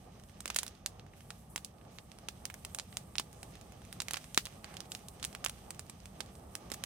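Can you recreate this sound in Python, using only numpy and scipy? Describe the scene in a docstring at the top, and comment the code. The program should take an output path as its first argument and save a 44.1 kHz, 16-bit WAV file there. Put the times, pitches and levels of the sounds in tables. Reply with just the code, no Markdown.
"""Short cracks first: pockets of hot gas burst in a hanging cloth and the dry grass below it,
burning outdoors at night. Each is a pressure step, spiky tearing noise and scatter off ground and scrub.
Larger bursts add a low swing of air, and jets of vapour hiss in bands of their own.
Under them escaping gas hisses as noise with fine ticks, and the flames rumble and roar as flickering noise.
Two microphone ports hear it, the right one nearer the fire."""
import sys
import numpy as np
from scipy import signal
from scipy.fft import rfft, irfft, next_fast_len
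from scipy.io import wavfile
from scipy.ndimage import uniform_filter1d

SR = 44100
rng = np.random.default_rng(int(sys.argv[2]) if len(sys.argv) > 2 else 0)


def store_pcm(level_fs):
    """Save levels as 16-bit WAV."""
    pcm = np.round(np.clip(level_fs, -1, 1) * 32767).astype(np.int16)
    wavfile.write(sys.argv[1], SR, np.atleast_2d(pcm).T)


N = 302085   # length in samples

# Bursts in cloth and grass. Each row: pressure step in seconds, nominal crack level in dB at 4.5 kHz,
# depth in dB (extra below the crack, before its share per band), edge in dB (the same above it),
# left over right in dB, tearing length in ms (tearing falls to 41 % in that time).
BURSTS = [(0.198, -69.5, 5, 4, -9, 1.0), (0.2961, -69, 4.5, 2.5, -13, 1.7),
          (0.4052, -48.5, -3.5, 1.5, -7, 1.6), (0.4572, -43.5, 5, 2.5, -7, 1.6),
          (0.4782, -39.5, -5.5, -4.5, -9, 2.5), (0.5018, -41.5, 3, -2.5, -7, 2.5),
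          (0.5457, -51, -4, 6, -6, 1.1), (0.5616, -35, 1, 4.5, -14, 1.5), (0.565, -42, -2, 4, -4, 2.0),
          (0.5873, -36, -0.5, 1, -5, 1.9), (0.5928, -43, -11, 2, -21, 1.8),
          (0.6317, -46, 4.5, 7.5, -9, 1.8), (0.6651, -44, -7, -2, -11, 1.5),
          (0.6798, -49.5, -2, 3.5, -8, 0.82), (0.7517, -60, -5, -6, -11, 0.7),
          (0.8613, -34, -4, -0.5, -6, 1), (0.9962, -56, 0, -5, -6, 0.41), (1.0653, -75.5, 11, 6, -12, 1.3),
          (1.1358, -83, 18.5, 2, 3, 2.6), (1.2066, -68, 7.5, 1, -7, 0.9), (1.3047, -50, 2.5, -4.5, -7, 1.9),
          (1.3095, -61, -4, -4, -9, 1.4), (1.5602, -39, 3, 2.5, -3.5, 1.8),
          (1.5782, -43.5, -2, -4.5, -5, 0.9), (1.6474, -48, -15, 5, -10, 0.28),
          (1.7842, -71, 5, -7, -10, 0.9), (1.8131, -75.5, 11, -8, -10, 1.2),
          (1.9859, -45.5, -2.5, -13, -9, 0.63), (2.1172, -54, -1, -6.5, -14, 0.81),
          (2.1868, -60, 2, 1, -7, 1.4), (2.286, -39, 0, -1.5, -8, 1.8),
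          (2.4541, -36.5, -5.5, -1.5, -7, 0.83), (2.5007, -55, 8, 4.5, -9, 1.6),
          (2.5416, -54.5, 3, 4, -5, 1.4), (2.6494, -45, -0.5, 3.5, -4, 1.7),
          (2.7472, -43.5, -3, 2.5, -8, 1.7), (2.787, -39, -1.5, -2, -7, 0.9),
          (2.7977, -38, -5, -7, -6, 0.79), (2.9272, -57, 4.5, -7, -12, 1.0),
          (2.9703, -36.5, -0.5, 0.5, -5, 0.94), (3.1552, -43, -1.5, -11.5, -4, 0.8),
          (3.1647, -61, 2, 3, -10, 1.5), (3.1831, -32, -8.5, -5, -13, 0.65),
          (3.1974, -36.5, -0.5, -1.5, -5, 1.5), (3.3293, -63, 1, 6.5, -8, 0.6),
          (3.4305, -51, 0, 1.5, -6, 0.75), (3.5539, -59.5, 0, 1, -7, 2), (3.6124, -60, 1, 3, -13, 0.7),
          (3.8184, -68, 9, 3, -8, 1.3), (3.8507, -65.5, 8, 1.5, -9, 1.9),
          (3.9274, -48.5, -0.5, -0.5, -8, 0.77), (4.0031, -34.5, -3.5, -7.5, -7.5, 1.6),
          (4.0192, -42.5, -1.5, -1.5, 0, 1.3), (4.0841, -40.5, 0.5, -2.5, -7, 1.3),
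          (4.1094, -41.5, 2, 1.5, -5.5, 1.5), (4.1345, -41.5, 0, 3.5, -9, 0.97),
          (4.1426, -40, 3, -10, -5, 1), (4.1589, -51, 1, -1, -8, 2.2), (4.1696, -46, 2.5, -7, -9, 3.1),
          (4.173, -46.5, -3, 0, -4, 1.8), (4.2427, -56, 2.5, -2, -5, 0.89), (4.3457, -39.5, -6, 0, -8, 1.1),
          (4.3762, -24.5, 3, -2.5, -1.5, 0.97), (4.4545, -47, -3, 3.5, -3, 1.6),
          (4.4603, -44, -4.5, -16, -5, 1.2), (4.4691, -51, 2.5, 1, -7, 1.0),
          (4.644, -48, 1.5, -4, -10, 0.95), (4.7409, -58.5, 5, 0, -6, 1.6), (4.7687, -45, -4, -2, -9, 1.1),
          (4.8048, -43, -5.5, -0.5, -9, 0.98), (4.8571, -64, -3, 1.5, -3, 0.89),
          (4.919, -38, -7, -7, -5, 1.1), (4.95, -43, -2.5, -2, -9, 0.8), (5.0846, -52, -7, 5, -5, 1.9),
          (5.1978, -62.5, 2, 2, -8, 2.7), (5.2282, -41, -4, -3, -5, 3.7),
          (5.2415, -40.5, -3.5, -2.5, -15, 0.67), (5.2497, -38.5, -5.5, 2, -5, 0.72),
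          (5.3286, -63, 5, 5, -7, 1.5), (5.3499, -44, 1.5, -3.5, -7, 1.0),
          (5.4429, -43.5, 1.5, -0.5, -6, 1.7), (5.4477, -41, -2.5, 6, -6, 0.89),
          (5.4619, -34.5, 1.5, -3, -8.5, 1.3), (5.4844, -51, -4, 2, -3, 1.6), (5.4962, -47, 2, 3, -3, 1.5),
          (5.7061, -47.5, -0.5, 3.5, -6, 2), (5.7466, -65, 5, 4, -5, 1.9), (5.7942, -47, -3, 5.5, -5, 0.68),
          (5.8974, -51.5, 0.5, 4, -6, 2), (6.0024, -64, -6, 0.5, -7, 1.6), (6.0569, -55, 1.5, 1, -8, 1.5),
          (6.2053, -38, 2, -4, -9, 1.7), (6.2612, -62, -6, -2, -6, 1.2), (6.3535, -62, 0, 0, -5, 1.8),
          (6.5531, -40.5, -1.5, 1.5, -7, 0.59), (6.702, -52.5, 1.5, 1, -5, 1.3),
          (6.7175, -43, 2.5, 3, -13, 1.3), (6.7236, -52, 4, -2, -3, 1.8), (6.7383, -52, -3, 6, -7, 1.3),
          (6.7422, -50.5, 3, 3, -5, 2.5), (6.8383, -38, 0.5, 0, -9, 0.74)]
FAINT_COUNT, FAINT_MS = 14, 0.76   # small cracks, tearing length in ms
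FAINT_DB, FAINT_SPREAD_DB, FAINT_COLOUR_DB, FAINT_LEAN_DB = -72.5, 3.5, 3.5, -7


def all_pops():
    """The listed bursts, then faint ones at random moments."""
    when = rng.uniform(0.0076, N / SR - .01, FAINT_COUNT)
    chance = rng.standard_normal((FAINT_COUNT, 4))
    spread = [FAINT_SPREAD_DB, FAINT_COLOUR_DB, FAINT_COLOUR_DB, 3]
    faint = [FAINT_DB, 0, 0, FAINT_LEAN_DB] + chance * spread
    return np.vstack([BURSTS, np.column_stack([when, faint, np.full(FAINT_COUNT, FAINT_MS)])])


PUSH_S = .00006   # width of the pressure step, seconds


def push_and_tearing(tearing_ms, sides, draws, t):
    """The pocket wall gives way with a push and pull of pressure, then fibres tear as spiky noise."""
    fading = np.clip(t / 0.00014, 0, 1) * np.exp(-.9 * t / (np.maximum(tearing_ms, .1) / 1000))
    tearing = draws * np.abs(draws) * fading   # noise times its own size is spiky
    phase = t / PUSH_S - 2.5
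    push = -4.0 * phase * np.exp(-phase ** 2 / 2)
    shared = push + tearing[:, 0]
    both_ports = np.stack([later(shared), shared], axis=1)
    return sides * (both_ports + from_db(-4) * tearing[:, 1:])


SCATTER_DB, SCATTER_PER_DB = -14, -0.0829   # scatter of a -43 dB crack; louder cracks are drier


def scatter_noise(crack_db, draws, lump_draws):
    """Echoes off ground and scrub: noise of uneven level, not yet dying away."""
    smooth = uniform_filter1d(uniform_filter1d(lump_draws, size=90), size=90)
    lumps_db = 0.95 * rms_one(smooth)
    return draws * from_db(lumps_db + SCATTER_DB + SCATTER_PER_DB * (crack_db + 43))


# Edges of a burst's colour: lower foot, then centres of thump, knock, crack, snap and air in Hz.
BAND_HZ = [180, 800, 2000, 4500, 8500, 13000]
# Usual colour of a burst: thump, knock, crack, snap and air in dB, added to the crack level.
USUAL_COLOUR = [-6.5, -3, 1, 2, -3.5]
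# How far each of the five bands follows a burst's depth, then its edge: factors without unit.
FOLLOW_DEPTH = [1.42, 1.4, 0.1, 0.013, 0.22]
FOLLOW_EDGE = [0, 0, 0, 1.02, 1.35]
# Scatter as heard from the burst. Each row, one per band: ground and grass in dB over the scatter level,
# its t60 in seconds, far scrub in dB over the scatter level, its t60 in seconds.
ECHOES = [(2, 0.046, -13, 0.067), (2, 0.04, 0.5, 0.091), (3, 0.035, -3.5, 0.13), (4, 0.023, -2, 0.13),
          (5, 0.049, -1.5, 0.17)]
COLOUR_SPREAD_DB = 2   # each band of each burst strays by chance


def pops():
    """Bursting pockets: step and tearing set the crack band by band, near and far scatter trail it."""
    table, size, lead = all_pops(), 6144, 128   # samples per burst, samples before its step
    t = (np.arange(size) - lead) / SR
    draws = rng.standard_normal((len(table), 6, size))
    _, crack_db, depth_db, edge_db, lean_db, tearing_ms = table.T[:, :, None]
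    sides = from_db(lean_db[:, None] / 2 * [[1], [-1]])
    crack = rfft(push_and_tearing(tearing_ms[:, None], sides, draws[:, :3], t))
    noise = rfft(scatter_noise(crack_db[:, None], draws[:, 3:5], draws[:, 5:]))
    levels_db = crack_db + USUAL_COLOUR + depth_db * FOLLOW_DEPTH + edge_db * FOLLOW_EDGE
    levels_db = levels_db + COLOUR_SPREAD_DB * draws[:, 5, :5]

    log_hz = np.log(np.arange(size // 2 + 1) * SR / size + 1)
    bursts = 0
    for peak, echo, level_db in zip(np.eye(6)[1:], ECHOES, levels_db.T):
        near_db, near_s, far_db, far_s = echo
        band = np.interp(log_hz, np.log(BAND_HZ), peak)   # overlapping bands make a smooth colour
        direct = irfft(crack * band)
        onset = direct[:, :, lead - 30:lead + 130]
        direct /= np.sqrt(np.mean(onset ** 2, axis=(1, 2), keepdims=True))
        dying = from_db(near_db - 60 * t / near_s) + from_db(far_db - 60 * t / far_s)
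        scattered = irfft(noise * band) / np.sqrt(np.mean(band ** 2))
        scattered = scattered * dying * np.clip(t / 0.00013, 0, 1)
        # scatter leans half as far to one side as the crack
        bursts = bursts + from_db(level_db)[:, None, None] * (direct + scattered * np.sqrt(sides))

    out = np.zeros((2, N + size))
    for s, burst in zip(table[:, 0], bursts):
        first = round(s * SR) - lead
        out[:, first:first + size] += burst
    return out[:, :N]


# Large pockets also push air. Each row: start in seconds, level in dB before decay, left over right in dB.
AIR_PUSHES = [(0.4582, -42, -22), (1.561, -37, -12), (3.198, -32, 5), (4.1356, -47, 15),
              (4.3773, -21.5, 1.5), (6.7187, -36, -15)]
THUD_HZ, THUD_T60_S = 325, 0.0099


def thuds():
    """A low sine swing of air that falls by 60 dB in about three cycles."""
    out, t = np.zeros((2, N)), np.arange(4096) / SR
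    for s, level_db, lean_db in AIR_PUSHES:
        swing = from_db(level_db - 60 * t / THUD_T60_S) * np.sin(2 * np.pi * THUD_HZ * t)
        first = round(s * SR)
        out[:, first:first + len(t)] += swing * from_db([[lean_db / 2], [-lean_db / 2]])
    return out


# Vapour from heated stalks. Each row: start in seconds, fade begins in seconds, level in dB before rise
# and fade, low edge in Hz, high edge in Hz.
VAPOUR = [(1.157, 1.403, -65.5, 7550, 14500), (1.49, 1.56, -62.5, 8500, 12900),
          (1.907, 1.96, -66, 5000, 15000), (3.33, 3.423, -63, 6000, 10700),
          (4.217, 4.376, -63, 7000, 12500), (4.63, 4.77, -61, 596, 2460), (4.893, 4.964, -58, 6500, 15000)]
JET_T60_S = 0.37


def jets():
    """Jets and puffs of vapour: band-passed noise that rises in 10 ms, holds and fades."""
    t, out = np.arange(N) / SR, np.zeros((2, N))
    air = turbulence([(300, 0), (15800, 0)], 0, 1.5, 20.0)
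    for start, fade, level_db, low_hz, high_hz in VAPOUR:
        span = slice(round(start * SR), round((fade + JET_T60_S) * SR))
        band = signal.butter(2, [low_hz, high_hz], "band", fs=SR, output="sos")
        hiss = rms_one(signal.sosfilt(band, air[:, span]))
        rise = np.clip((t[span] - start) / .01, 0, 1)
        fading_db = level_db - 60 * np.maximum(t[span] - fade, 0) / JET_T60_S
        out[:, span] += rise * from_db(fading_db) * hiss
    return out


def gritty(spectrum, level_db, per_s, spread_db, grit_db):
    """Smooth hiss with tiny random ticks of charring fibres in it, denser as it swells."""
    density = per_s * from_db(level_db - np.median(level_db)) / SR
    sizes = from_db(spread_db * np.minimum(rng.exponential(1, (3, N)), 4))
    ticks = (rng.random((3, N)) < density) * sizes * rng.choice([-1, 1], (3, N))
    source = rng.standard_normal((3, N)) + from_db(grit_db) * rms_one(ticks)
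    flicker_db = 2.0 * drift(7.2) + 0.67 * drift(2.0)
    return from_db(level_db + flicker_db) * spread_sound(source, spectrum)


# Escaping gas. Each row: time in seconds, hiss in dB, sizzle in dB, both before flicker.
GAS_LEVELS = [(0.0, -72.5, -74), (0.4, -71.5, -73), (0.57, -57.5, -69), (0.74, -73.5, -74),
              (1.16, -73, -75.5), (1.43, -72.5, -74.5), (1.75, -74, -73.5), (2.46, -70.5, -72),
              (2.82, -69, -67.5), (3.11, -70, -69.5), (3.83, -69, -70), (4.25, -65, -65.5),
              (4.52, -68.5, -67), (5.07, -68.5, -69), (5.42, -68.5, -68.5), (5.89, -70, -70),
              (6.56, -69.5, -70), (6.85, -65.5, -69)]
# Colour of the hiss, then of the sizzle. Each row: frequency in Hz, relative density in dB per Hz.
HISS_COLOUR = [(790, -23), (1350, 1.5), (1500, 1.5), (3030, 4), (4320, -0.5), (6500, 1.5), (8450, -28),
               (14300, -120)]
SIZZLE_COLOUR = [(3820, -25), (6500, -15.5), (8430, 1), (9340, -4.5), (15100, -5.5), (15800, -18),
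                 (16200, -22)]


def gas():
    """Escaping gas: a broad hiss and a higher sizzle, both gritty."""
    hiss_db, sizzle_db = in_time(GAS_LEVELS)
    return gritty(HISS_COLOUR, hiss_db, 210, 2.2, -5) + gritty(SIZZLE_COLOUR, sizzle_db, 170, 3.9, -8)


# The blaze. Each row: time in seconds, rumble in dB, roar in dB, both before flicker.
BLAZE_LEVELS = [(0.0, -56.5, -63), (1.77, -56.5, -62.5), (3.63, -55.5, -60.5), (4.66, -56, -61),
                (4.81, -55, -57.5), (5.42, -54.5, -60), (6.01, -56.5, -60.5), (6.85, -55, -57.5)]
# Colour of the rumble, then of the roar. Each row: frequency in Hz, relative density in dB per Hz.
RUMBLE_COLOUR = [(13, -41), (22, -23), (59, 0.5), (86, 0), (203, -3), (280, -15.5), (360, -93), (620, -120)]
ROAR_COLOUR = [(160, -3.5), (270, -2), (610, -2.5), (826, -1.5), (971, -12), (1210, -6), (1450, -20.5),
               (1880, -20.5), (3190, -64)]


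def flames():
    """Flames move gas: a low rumble that flickers slowly and a roar that flickers faster."""
    rumble_db, roar_db = in_time(BLAZE_LEVELS)
    return turbulence(RUMBLE_COLOUR, rumble_db, 0.94, 2.3) + turbulence(ROAR_COLOUR, roar_db, 1.66, 6.9)


def turbulence(spectrum, level_db, flicker_db, flicker_hz):
    """Noise of moving gas whose level flickers."""
    noise = spread_sound(rng.standard_normal((3, N)), spectrum)
    return from_db(level_db + flicker_db * drift(flicker_hz)) * noise


# Between the ports. Each row: frequency in Hz, share heard alike by both ports.
ALIKE = [(60, 0.94), (180, 1), (300, 0.78), (700, 0.47), (1500, 0.37), (4000, 0.2), (15000, 0.075)]
# Balance of the ports. Each row: frequency in Hz, left over right in dB.
BALANCE = [(60, -1.2), (180, -0.6), (400, -1), (1300, -5), (8000, -5.5), (15000, -3.5)]


def spread_sound(source, spectrum):
    """Colour three unrelated signals and mix them to a wide stereo pair; mid rms 1."""
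    size = next_fast_len(N)
    hz = np.arange(size // 2 + 1) * SR / size
    inside = (hz > spectrum[0][0]) & (hz < spectrum[-1][0])
    shared, left, right = rfft(source, size) * from_db(at_hz(spectrum, hz)) * inside
    alike, lean = np.clip(at_hz(ALIKE, hz), 0, 1), from_db(at_hz(BALANCE, hz) / 2)
    late = shared * port_lag(hz)
    pair = [lean * (np.sqrt(alike) * late + np.sqrt(1 - alike) * left),
            (np.sqrt(alike) * shared + np.sqrt(1 - alike) * right) / lean]
    pair = irfft(np.array(pair), size)[:, :N]
    return pair / np.sqrt(np.mean(pair.mean(axis=0) ** 2))


# Lag of the left port. Each row: frequency in Hz, lag in radians.
LEFT_LAG = [(300, 0.05), (650, 0.77), (2500, 1.23), (6000, 2.25), (14000, 1.3)]


def port_lag(hz):
    """Phase turn of a shared sound at the left port, farther from the fire."""
    return np.exp(-1j * at_hz(LEFT_LAG, hz))


def later(x):
    """What the left port makes of a sound that both ports hear."""
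    size = x.shape[-1]
    return irfft(rfft(x) * port_lag(np.arange(size // 2 + 1) * SR / size), size)


def drift(rate):
    """Slow chance: sparse noise through a double one-pole low-pass at rate Hz; spread 1."""
    r = np.exp(-80 * np.pi * rate / SR)   # one draw per 40 samples
    slow = signal.lfilter([1], [1, -2 * r, r * r], rng.standard_normal(N // 40 + 2002))[2000:]
    return np.interp(np.arange(N) / 40, np.arange(len(slow)), rms_one(slow))


def in_time(rows):
    """Columns of a curve table, sample by sample."""
    s, *columns = np.transpose(rows)
    return [np.interp(np.arange(N) / SR, s, c) for c in columns]


def at_hz(points, hz):
    """Read a (Hz, value) table on a log axis."""
    point_hz, values = np.transpose(points)
    return np.interp(np.log(hz + 1), np.log(point_hz), values)


def from_db(db):
    """Level to gain."""
    return 10 ** (np.asarray(db) / 20)


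def rms_one(x):
    """Scale to rms 1."""
    return x / np.sqrt(np.mean(x ** 2) + 1e-20)


def scene():
    """Bursts, air pushes, jets, escaping gas and flames."""
    return pops() + thuds() + jets() + gas() + flames()


RIGHT_DULL_HZ, CUTOFF_HZ = 10860, 16800   # right port's low-pass; stopband edge for both
OVERLOAD = .62   # ceiling that rounded peaks approach, of full scale


def record(dry):
    """The right port is duller at the top; the highest peaks are rounded; the top is cut."""
    dull = signal.butter(2, RIGHT_DULL_HZ, fs=SR, output="sos")
    pair = np.array([dry[0], signal.sosfilt(dull, dry[1])])
    pair = pair / (1 + (pair / OVERLOAD) ** 4) ** .25
    return signal.sosfilt(signal.cheby2(20, 60, CUTOFF_HZ, fs=SR, output="sos"), pair)


dry = scene()
out = record(dry)
store_pcm(out)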